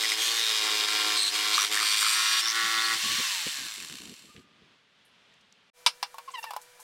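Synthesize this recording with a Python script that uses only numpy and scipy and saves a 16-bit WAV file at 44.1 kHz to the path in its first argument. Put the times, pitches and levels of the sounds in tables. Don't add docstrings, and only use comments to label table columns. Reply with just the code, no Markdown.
import sys
import numpy as np
from scipy import signal
from scipy.fft import rfft, irfft, next_fast_len
from scipy.io import wavfile

SR = 44100
rng = np.random.default_rng(int(sys.argv[2]) if len(sys.argv) > 2 else 0)


def persist_wave(psi):
    counts = np.round(np.clip(psi, -1, 1) * 32767).astype(np.int16)
    wavfile.write(sys.argv[1], SR, np.atleast_2d(counts).T)


N = 301192
T = np.arange(N) / SR

FREE_HZ, OFF_S = 116, 3.2
UP_STROKE, RETURN_STROKE, REVERSAL = 0.95, 0.4, 0.2
BITE_S, EASE_S = 0.026, 0.015

# start and end in seconds, then the drive in dB of web, wall, edge, rub on the return stroke
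PUSHES = [(0.01, 0.139, -34.5, -39.5, -40.5, -1.5, -52.5, -52, -36),
          (0.19, 0.403, -34, -41.5, -35.5, 6, -51.5, -52.5, -45.5),
          (0.405, 0.594, -33, -40.5, -41.5, -5.5, -52, -60, -34),
          (0.616, 0.851, -32, -35.5, -43, 0.5, -47, -50, -37),
          (0.886, 1.174, -31.5, -33.5, -43.5, 0.5, -50, -48, -37.5),
          (1.177, 1.29, -40, -44, -42, -1, -57, -56, -53),
          (1.344, 1.543, -32, -34, -41.5, 1, -52.5, -51, -39),
          (1.535, 1.647, -29.5, -32.5, -35.5, -3.5, -55.5, -58, -45.5),
          (1.646, 1.672, -36, -45, -43, -6.5, -62, -61, -52),
          (1.73, 1.817, -32, -32.5, -36, -15.5, -52.5, -50.5, -48),
          (1.829, 2.12, -30, -35, -34, 1.5, -60.5, -58.5, -63.5),
          (2.116, 2.407, -30.5, -36.5, -37, 8, -62, -56.5, -75),
          (2.432, 2.53, -42, -36, -68, -5, -72, -56.5, -51),
          (2.557, 2.947, -35.5, -37.5, -45, 6, -58.5, -49.5, -66)]
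# frequency in Hz, level in dB.
CRACK_COLOUR = [(180, -66), (300, -59), (404, -17), (1020, 4), (1710, -3), (1890, -9), (2230, -0.5),
                (2510, -3.5), (2860, 2.5), (3160, -4), (3550, -2.5), (5290, -0.5), (7010, -19.5),
                (9290, -16), (15800, -43)]


def amp(db):
    return 10 ** (np.asarray(db) / 20)


def unit(x):
    return x / np.sqrt(np.mean(x ** 2) + 1e-20)


def curves(rows):
    s, *columns = np.transpose(rows)
    return [np.interp(T, s, c) for c in columns]


def hold(start, end, rise, fall):
    return np.clip(np.minimum((T - start) / rise, (end - T) / fall) + 1, 0, 1)


def span(start, end, fade):
    return hold(start, end, fade, fade)


def envelopes(rows, rise, fall):
    out = np.zeros((len(rows[0]) - 2, N))
    for start, end, *levels_db in rows:
        gain = hold(start, end, rise, fall)
        on = np.flatnonzero(gain)
        out[:, on] = np.maximum(out[:, on], np.outer(amp(levels_db), gain[on]))
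    return out


def colour(x, points):
    hz, db = np.transpose(points)
    size = next_fast_len(len(x), True)
    bins = np.fft.rfftfreq(size, 1 / SR)
    gain = amp(np.interp(np.log(bins + 1), np.log(hz + 1), db))
    return irfft(rfft(x, size) * gain, size)[:len(x)]


def noise():
    return rng.standard_normal(N)


def drift(hz, size=16384):
    rates = np.fft.rfftfreq(size, T[-1] / size)
    slow = irfft(rfft(rng.standard_normal(size)) / (1 + (rates / hz) ** 4))
    return np.interp(T, np.linspace(0, T[-1], size), unit(slow))


def resonate(x, hz, width):
    return signal.lfilter(*signal.iirpeak(min(hz, SR * .45), hz / width, SR), x)


def resonate_twice(x, hz, width):
    return resonate(resonate(x, hz, width), hz, width)


def add(mix, s, sound):
    part = mix[round(s * SR):][:len(sound)]
    part += sound[:len(part)]


def lobe(turns, centre, sharpness):
    return np.exp(sharpness * (np.cos(2 * np.pi * (turns - centre)) - 1))


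def orders(turns, rows, waver_db):
    tones = 0
    for k, db in rows:
        level = amp(db + waver_db * drift(12.3))
        tones = tones + level * np.sin(2 * np.pi * (round(k) * turns + rng.random()))
    return np.sqrt(2) * tones


def backgrounds():
    # frequency in Hz, level in dB.
    yard_colour = [(15, -50), (25, -27), (43, -22), (107, -12), (216, -4.5), (352, -17), (382, -9.5),
                   (513, -10.5), (791, -13), (1040, -10.5), (3300, -7.5), (6850, -25), (9720, -33.5),
                   (15800, -51)]
    room_colour = [(25, -5), (70, -28), (110, -9), (260, -17), (400, -9), (650, -1), (1000, -6.5),
                   (1500, 0.5), (2400, -5), (3200, -4.5), (6000, -7), (10000, -9), (15800, -18)]
    # frequency in Hz, level in dB.
    room_tones = [(160, -85.5), (490, -66.5), (980, -69.5), (2350, -70)]
    yard_db, room_db = -63, -58
    yard_end, room_start = 5.7, 5.79
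    yard = amp(yard_db + 0.99 * drift(3.7)) * unit(colour(noise(), yard_colour))
    tones = 0
    for hz, db in room_tones:
        level = amp(db + 0.63 * drift(7.9)) * np.sqrt(2)
        tones = tones + level * np.sin(2 * np.pi * hz * T + 0.5 * drift(11))
    room = amp(room_db) * unit(colour(noise(), room_colour)) + tones
    return yard * span(0, yard_end, 0.0017) + room * span(room_start, 7, 0.058)


def buffets():
    # start and end in seconds, level in dB.
    gust_rows = [(2.635, 2.68, -57), (2.77, 2.81, -56), (2.89, 2.96, -57), (3.03, 3.15, -48),
                 (3.19, 3.205, -48), (3.465, 3.48, -50), (3.59, 3.66, -54), (3.77, 3.86, -58),
                 (3.9, 3.96, -52.5), (4.005, 4.13, -52), (4.24, 4.3, -60.5), (4.35, 4.4, -55),
                 (4.573, 4.582, -68), (4.617, 4.628, -58)]
    # start and end in seconds, level in dB.
    draught_row = (3.1, 4.7, -70.5)
    # frequency in Hz, level in dB.
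    rumble_colour = [(18, -41.5), (30, -24), (80, 2), (214, 11.5), (339, 7.5), (408, 3.5), (478, 1),
                     (622, -12), (700, -7), (910, -27), (1540, -120)]
    gusts, = envelopes(gust_rows, rise=0.01, fall=0.019)
    draught, = envelopes([draught_row], rise=0.12, fall=0.093)
    return np.maximum(gusts, draught) * amp(0.91 * drift(34.7)) * unit(colour(noise(), rumble_colour))


def bumps():
    # start in seconds, level in dB before the decay, pitch in Hz, t60 in seconds.
    bump_rows = [(3.192, -34.5, 393, 0.076), (3.463, -25.5, 412, 0.035), (4.07, -51, 200, 0.12),
                 (4.371, -45, 216, 0.11)]
    rise_s = 0.0087
    out, t = np.zeros(N), T[:SR // 4]
    for s, db, hz, t60 in bump_rows:
        partials = sum(np.sin(2 * np.pi * (hz * ratio * t + rng.random())) for ratio in (0.4, 0.68, 1, 1.27))
        add(out, s, np.minimum(t / rise_s, 1) * amp(db - 60 * t / t60) * unit(partials))
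    return out


def ticks():
    # start in seconds, level in dB, centre in Hz, half the width of each filter pass in Hz,
    # t60 in seconds.
    tick_rows = [(3.955, -44, 4200, 3000, 0.027), (3.985, -41, 3486, 2000, 0.028),
                 (4.056, -46, 4500, 2800, 0.022), (4.27, -64, 1207, 21, 1.7),
                 (4.363, -45.5, 2720, 1200, 0.032), (4.375, -52, 2750, 1000, 0.05),
                 (4.394, -54, 3210, 1500, .03), (5.05, -68, 9980, 1800, 0.19),
                 (5.34, -61, 6040, 1900, 0.019), (5.41, -61, 5930, 1800, 0.029),
                 (5.525, -50, 5170, 1300, 0.013), (6.313, -50, 7630, 1100, 0.13),
                 (6.382, -53, 11000, 3800, 0.57), (6.615, -50, 8000, 4000, 0.13),
                 (6.8, -50.5, 8500, 4500, 0.33)]
    out, t = np.zeros(N), T[:SR // 2]
    for s, db, hz, width, t60 in tick_rows:
        band = unit(resonate_twice(rng.standard_normal(len(t)), hz, 2 * width))
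        add(out, s, amp(db - 60 * t / t60) * band)
    return out


def knocks():
    # start in seconds, level in dB, brightness in dB per octave.
    knock_rows = [(5.863, -13.5, 3), (6.028, -24, 0), (6.143, -41.5, -9), (6.183, -37, -4.5),
                  (6.303, -50.5, -1), (6.44, -33, -2.5), (6.507, -33.5, -4), (6.535, -35.5, -3.5),
                  (6.564, -30, -6), (6.796, -51.5, -7)]
    # frequency in Hz, level in dB, t60 in seconds.
    frame_modes = [(980, -1, 0.049), (2320, -7.5, 0.082), (2710, -23, 0.18), (2980, -23, 0.056),
                   (3450, -6, 0.067), (3610, -7, 0.064), (4330, -22, 0.06), (4790, -5, 0.044),
                   (4240, -25, 0.067), (5340, -29, 0.22), (5000, -3.5, 0.063), (5560, -18, 0.093),
                   (5560, -30, 0.12), (6440, -31, 0.078), (7240, -21, 0.091), (7340, -23, 0.073),
                   (8100, -21, 0.067), (8400, -18, 0.069), (8650, -19, 0.089), (9600, -41, 0.13)]
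    out, t = np.zeros(N), T[:SR // 4]
    for s, db, tilt_db in knock_rows:
        crack_decay = amp(-60 * t / 0.072) + amp(-22.0 - 60 * t / 0.17)
        crack = unit(colour(rng.standard_normal(len(t)), CRACK_COLOUR)) * crack_decay
        modes = sum(amp(mode_db - 60 * t / t60) * np.sin(2 * np.pi * (hz * t + rng.random()))
                    for hz, mode_db, t60 in frame_modes)
        body = colour(unit(crack) + 0.6 * unit(modes), [(800, 0), (12800, 4 * tilt_db)])
        thud = sum(amp(-60 * t / 0.076) * np.sin(2 * np.pi * hz * rng.uniform(0.91, 1.2) * t)
                   for hz in (830, 960))
        tick = amp(-60 * t / 0.032) * rng.standard_normal(len(t))
        blow = unit(body) + amp(-7.5 - 2.66 * tilt_db) * unit(thud) + amp(-14.5 - 2.36 * tilt_db) * unit(tick)
        add(out, s, amp(db) * blow / np.std(blow[:SR // 200]) * (t < .2))
    return signal.sosfilt(signal.butter(6, 470, "high", fs=SR, output="sos"), out)


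def squeaks():
    # start and end in seconds, start and end pitch in Hz, level in dB, slope in dB per harmonic.
    squeak_rows = [(6.275, 6.301, 1145, 980, -38, -24), (6.335, 6.368, 1083, 960, -36, -4.5),
                   (6.363, 6.404, 958, 890, -39, -5), (6.426, 6.439, 927, 910, -42, -1),
                   (6.458, 6.514, 948, 826, -42.5, -7.5)]
    # frequency in Hz, width in Hz, level in dB.
    profile_mode = (2770, 36, 15.6)
    out = np.zeros(N)
    for start, end, start_hz, end_hz, db, slope_db in squeak_rows:
        count = max(round((end - start) * SR), 64)
        pitch = np.linspace(start_hz, end_hz, count) * (1 + 0.017 * drift(400)[:count])
        phase = 2 * np.pi * np.cumsum(pitch) / SR
        flutter_db = 3 * drift(50)[:8 * count].reshape(8, count)
        slips = sum(amp(slope_db * k + flutter_db[k]) * np.cos((k + 1) * phase) for k in range(8))
        rub = amp(-17) * unit(colour((1 + np.cos(phase)) * rng.standard_normal(count), CRACK_COLOUR))
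        add(out, start, amp(db) * (rub - unit(slips)) * signal.windows.tukey(count, .6))
    hz, width, db = profile_mode
    return out + amp(db) * resonate(out, hz, width)


def stroke_rate():
    # time in seconds, stroke rate in Hz.
    loaded = [(0, 110.6), (0.13, 107.3), (0.26, 113.6), (0.36, 114.9), (0.48, 111.2), (0.62, 107.2),
              (0.85, 105.2), (1.0, 106.3), (1.27, 103.4), (1.42, 106), (1.51, 105.4), (1.62, 102.6),
              (1.73, 105.3), (1.86, 104.3), (2.06, 107.7), (2.33, 110), (2.55, 113.4), (2.76, 112.3),
              (2.94, 112.4), (3.0, 110.3)]
    coast_s, friction_hz_per_s = 1.05, 42.86
    powered, = curves(list(loaded) + [(OFF_S, FREE_HZ)])
    friction = friction_hz_per_s * coast_s
    coasting = (FREE_HZ + friction) * np.exp((OFF_S - T) / coast_s) - friction
    return np.maximum(np.where(T < OFF_S, powered, coasting), 0.5)


def lifted():
    through_s, lift_s = 2.887, 0.16
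    return np.clip((T - through_s) / lift_s, 0, 1)


def tooth_pattern(turns, centre, spread, lasts=0.262, size=800):
    shape = np.cumsum(spread * rng.standard_normal(size // 2 + 1))
    change = 0.43 * rng.standard_normal((int(T[-1] / lasts) + 2, len(shape)))
    audible = np.arange(len(shape)) * FREE_HZ < SR * .4
    patterns = irfft(np.exp(1j * (shape + change)) * audible)
    age, place = T / lasts, ((turns - centre) % 1) * size
    k, blend = age.astype(int), age % 1
    steps = np.arange(patterns.size)
    old, new = (np.interp(row * size + place, steps, patterns.ravel()) for row in (k, k + 1))
    return unit((1 - blend) * old + blend * new)


def mechanism(turns, speed):
    # frequency in Hz, level in dB.
    fast_colour = [(380, -34), (650, -22.5), (896, -15), (1120, -0.5), (1220, -7.5), (1390, -6.5),
                   (1750, 2), (2500, -2.5), (3360, 0.5), (5150, -2.5), (6630, -5), (7280, -9), (8660, -9),
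                   (11900, -16.5), (15800, -18)]
    slow_colour = [(380, -30.5), (650, -15.5), (1110, -10), (1790, -10), (1940, -15.5), (2710, 2.5),
                   (3310, -8), (4210, -4), (6550, -7.5), (7700, -2.5), (9260, -11), (11600, -11),
                   (15800, -28)]
    # frequency in Hz, width in Hz, level in dB.
    case_modes = [(2150, 120, -7), (3070, 130, -3), (3660, 200, -2), (4250, 260, -2), (5730, 150, -3),
                  (7480, 180, -1)]
    slot_db, strain_db, clear_db = -32.5, 3.5, -27.5
    run_db_per_octave = 9
    clack_turns = 0.055
    clack_hz = 27
    pushed = np.minimum(envelopes(PUSHES, BITE_S, EASE_S)[0] / amp(-31.5), 1)
    level_db = slot_db + strain_db * pushed + (clear_db - slot_db) * lifted()
    level_db = level_db + run_db_per_octave * np.log2(speed / FREE_HZ)
    slow = np.clip(1 - speed / speed.max(), 0, 1)
    top, bottom = (np.exp(-((turns - place) % 1) / clack_turns) for place in (REVERSAL, REVERSAL + .5))
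    clacks = unit((top + 0.65 * bottom) * noise()) * amp(1.2 * drift(50))
    rattle = unit(np.sign(noise()) * (rng.random(N) < 700 / SR))
    share = np.clip((0.13 + 0.78 * slow) * np.minimum(speed / clack_hz, 1) ** 2, 0, 1)
    grind = span(0, 2.93, 0.041) * 0.4
    rush = (noise() + grind * tooth_pattern(turns, UP_STROKE, spread=2.47)) / np.sqrt(1 + grind ** 2)
    rush = rush * (1 + 1.1 * grind * np.cos(2 * np.pi * turns))
    drive = np.sqrt(1 - share) * rush + np.sqrt(share) * unit(clacks + 0.8 * rattle)
    drive = drive + sum(amp(db) * resonate(drive, hz, width) for hz, width, db in case_modes)
    fast_gain, slow_gain = np.sqrt(1 - slow), np.sqrt(slow)
    sound = fast_gain * unit(colour(drive, fast_colour)) + slow_gain * unit(colour(drive, slow_colour))
    return amp(level_db) * sound / (fast_gain + slow_gain) * span(0, 4.42, 0.0487)


def motor(turns, speed):
    # multiple of the stroke rate, level in dB.
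    crank_orders = [(3, -3), (7, -4), (9, -3), (2, -21.5)]
    work_orders = [(4, -0.5), (5, -7), (6, -14.5), (7, -13.5), (8, -5.5), (9, -10)]
    gear_orders = [(46, -6), (47, -8), (48, -1), (49, -4.5), (50, -8.5)]
    motor_orders = [(10, -2), (20, -14), (25, 0), (29, -3)]
    # frequency in Hz, gain in dB.
    housing = [(650, -36), (880, -9), (1150, 1), (1350, 0), (1650, 6), (2000, -12), (2700, 0), (3300, -12)]
    whine_slot_db, whine_clear_db, idle_gear_db = -61, -42, -43
    fade_db = -15.5
    work_gain, crank_gain, gear_gain = envelopes(PUSHES, rise=0.083, fall=0.079)[4:]
    hum = crank_gain * orders(turns, crank_orders, waver_db=-0.8)
    hum = hum + work_gain * orders(turns, work_orders, waver_db=0.5)
    board_colour = [(30, -34), (200, -24.0), (350, 7.0), (450, 7.0), (600, -8.5), (900, 4.0),
                    (1500, -36.5), (4000, -76.0)]
    board = amp(-2.5) * work_gain * unit(colour(noise(), board_colour))
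    backlash = .0006 * drift(120)
    gear_level = gear_gain + amp(idle_gear_db) * lifted()
    gears = gear_level * orders(turns + backlash, gear_orders, waver_db=1.5)
    gears = amp(1.5) * resonate(gears, hz=5010, width=200)
    motor_db = whine_slot_db + (whine_clear_db - whine_slot_db) * lifted()
    wobble = .005 * drift(70)
    whine = colour(amp(motor_db) * orders(turns + wobble, motor_orders, waver_db=2.5), housing)
    fade = amp(fade_db * np.log2(speed / FREE_HZ) ** 2)
    return (hum + board) * amp(1.6 * drift(14)) + (gears + whine) * fade


def squeals(turns, speed):
    # start and end in seconds, pitch in Hz, level in dB,
    # octave in dB, pitch swing as a share, place in the stroke (0-1).
    squeal_rows = [(0, 0.14, 3760, -33.5, -24, 0.005, 1), (0, 0.32, 3320, -42, -29, 0.019, 0.92),
                   (0.38, 0.79, 3740, -32, -34, 0.003, 1), (1.183, 1.306, 4170, -27, -9.5, 0.055, 0.54),
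                   (1.566, 1.635, 5770, -33, -33, 0.028, 0.1),
                   (2.15, 2.407, 5740, -37, -28.5, 0.0078, 0.85),
                   (2.424, 2.491, 5400, -33.5, -18, 0.031, 0.78),
                   (2.482, 2.527, 5430, -28.5, -21, 0.11, 0.78),
                   (2.849, 2.864, 4300, -23.5, -22, 0.0067, 0.38)]
    slip = 18
    out = np.zeros(N)
    for start, end, hz, db, octave_db, share, centre in squeal_rows:
        within = (turns - centre + .5) % 1 - .5
        cycles = hz / speed * (within + share * np.cos(2 * np.pi * within) / (2 * np.pi))
        phase = 2 * np.pi * cycles + slip * share * drift(180)
        swell = np.cos(np.pi * within) ** 2 * lobe(turns, centre, sharpness=.8)
        burst = unit(swell * amp(1.5 * drift(60)))
        octave = amp(octave_db + 5 * drift(60))
        chirp = unit(np.sin(phase) + octave * np.sin(2 * phase))
        out += amp(db) * span(start + 0.0043, end - .02, 0.027) * burst * chirp
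    return signal.sosfilt(signal.butter(6, 2200, "high", fs=SR, output="sos"), out)


def chatter(turns):
    # start and end in seconds, dull slap in dB, bright slap in dB.
    chatter_rows = [(2.13, 2.39, -40, -35.5), (2.57, 2.935, -38.5, -32)]
    # (multiple of stroke rate, dB).
    slaps = [(0.57, [(9, -7), (10, -1), (11, -1), (12, 0), (13, -3)]), (0.95, [(10, -9), (13, 0), (15, -2),
             (16, -2), (17, 2.5), (18, 1.5), (19, -1), (23, -10)])]
    loose = turns + 0.0035 * drift(80)
    gains = envelopes(chatter_rows, rise=0.073, fall=0.024)
    uneven = amp(1.6 * drift(54))
    out = 0
    for gain, (place, rows) in zip(gains, slaps):
        slap = sum(amp(db + drift(12)) * np.sin(2 * np.pi * k * (loose - place)) for k, db in rows)
        out = out + gain * unit(slap)
    return uneven * out


def catches(turns):
    # start and end in seconds, frequency in Hz,
    # width of each filter pass in Hz, level in dB, place in the stroke (0-1).
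    catch_rows = [(0.037, 0.057, 1990, 250, -32.5, 0), (0.118, 0.125, 2020, 450, -27.5, 0.02),
                  (0.183, 0.292, 3230, 220, -34, 0.31), (0.288, 0.32, 4500, 350, -32, 0.99),
                  (1.19, 1.29, 3680, 450, -38.5, 0.17), (1.542, 1.571, 3900, 900, -27.5, 0.45),
                  (1.578, 1.591, 1170, 250, -26, 0.84), (1.595, 1.631, 1260, 350, -34.5, 0.57),
                  (1.75, 1.804, 1800, 400, -33.5, 0.14), (1.808, 1.832, 1230, 250, -33.5, 0.7),
                  (1.84, 2.2, 4450, 250, -38.5, 0.77), (1.92, 2.015, 3520, 300, -34, 0.82),
                  (2.018, 2.08, 1310, 300, -33, 0.75), (2.45, 2.8, 3560, 350, -38, 0.85)]
    out, rasp = np.zeros(N), noise() * amp(2 * drift(70))
    for start, end, hz, width, db, place in catch_rows:
        gain = span(start, end, fade=0.0074)
        near = gain > 0
        blows = lobe(turns[near], place, sharpness=7) * rasp[near]
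        out[near] += amp(db) * gain[near] * unit(resonate_twice(blows, hz, width))
    return out


def ring(x, modes):
    # time in seconds, share of the depth (0-1).
    depth_rows = [(1.5, 0), (1.85, 0.76)]
    depth = np.clip(curves(depth_rows)[0], 0, 1)
    return unit(sum(amp(early + depth * (deep - early)) * resonate_twice(x, hz, 2 * width)
                    for hz, width, early, deep in modes))


def cutting(turns):
    # frequency in Hz, half the width of each filter pass in Hz,
    # level in dB early in the cut, level in dB deep in the cut.
    wall_modes = [(1150, 150, -1, -1), (1330, 130, -5, -1), (1780, 170, -5, 0), (2030, 170, -2, 0)]
    web_modes = [(2470, 160, -5, -5), (2700, 260, -10, -6), (2900, 220, -3, -6), (3320, 220, -1, -3),
                 (3650, 300, 0, 0), (4020, 180, -4, -6), (4330, 150, -7, -2), (4580, 160, -7, 0)]
    edge_modes = [(5750, 220, -7, 1), (6400, 500, -2, -9), (7400, 400, -5, -2.5), (8250, 300, -4, 0),
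                  (8780, 400, -7, -1), (10200, 700, -13, -15), (11450, 260, -11, -10),
                  (12300, 400, -12, -16), (13100, 450, -17, -12)]
    rub_share, return_share = 0.15, 0.48
    web_gain, wall_gain, edge_gain, rub = envelopes(PUSHES, BITE_S, EASE_S)[:4]
    force = amp(1.4 * drift(60))
    back = return_share * rub
    balance = np.sqrt(1 + back ** 2)
    teeth = tooth_pattern(turns, UP_STROKE, spread=0.7)
    teeth = teeth + back * tooth_pattern(turns, RETURN_STROKE, spread=1.1)
    stroke = lobe(turns, UP_STROKE, sharpness=2.2) + rub_share * rub
    stroke = stroke + back * lobe(turns, RETURN_STROKE, sharpness=4.1)
    teeth = force * unit(teeth / balance)
    chips = force * unit(stroke * noise() / balance)
    walls = wall_gain * amp(1.2 * drift(22)) * ring(teeth + 0.55 * chips, wall_modes)
    web = web_gain * ring(teeth + .4 * chips, web_modes)
    edge = edge_gain * amp(1.9 * drift(13.0)) * ring(teeth + chips, edge_modes)
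    sound = walls + web + edge + catches(turns)
    return signal.sosfilt(signal.butter(8, 980, "high", fs=SR, output="sos"), sound)


def scene():
    speed = stroke_rate()
    turns = np.cumsum(speed) / SR + .0015 * drift(25)
    saw = cutting(turns) + squeals(turns, speed) + chatter(turns) + motor(turns, speed) + mechanism(turns, speed)
    return (saw + buffets() + bumps() + ticks() + backgrounds() + knocks() + squeaks())[None]


def record(dry):
    low_pass = signal.firwin(511, 15950, window=("kaiser", 9), fs=SR)
    return signal.oaconvolve(dry, low_pass[None], "same")


dry = scene()
out = record(dry)
persist_wave(out)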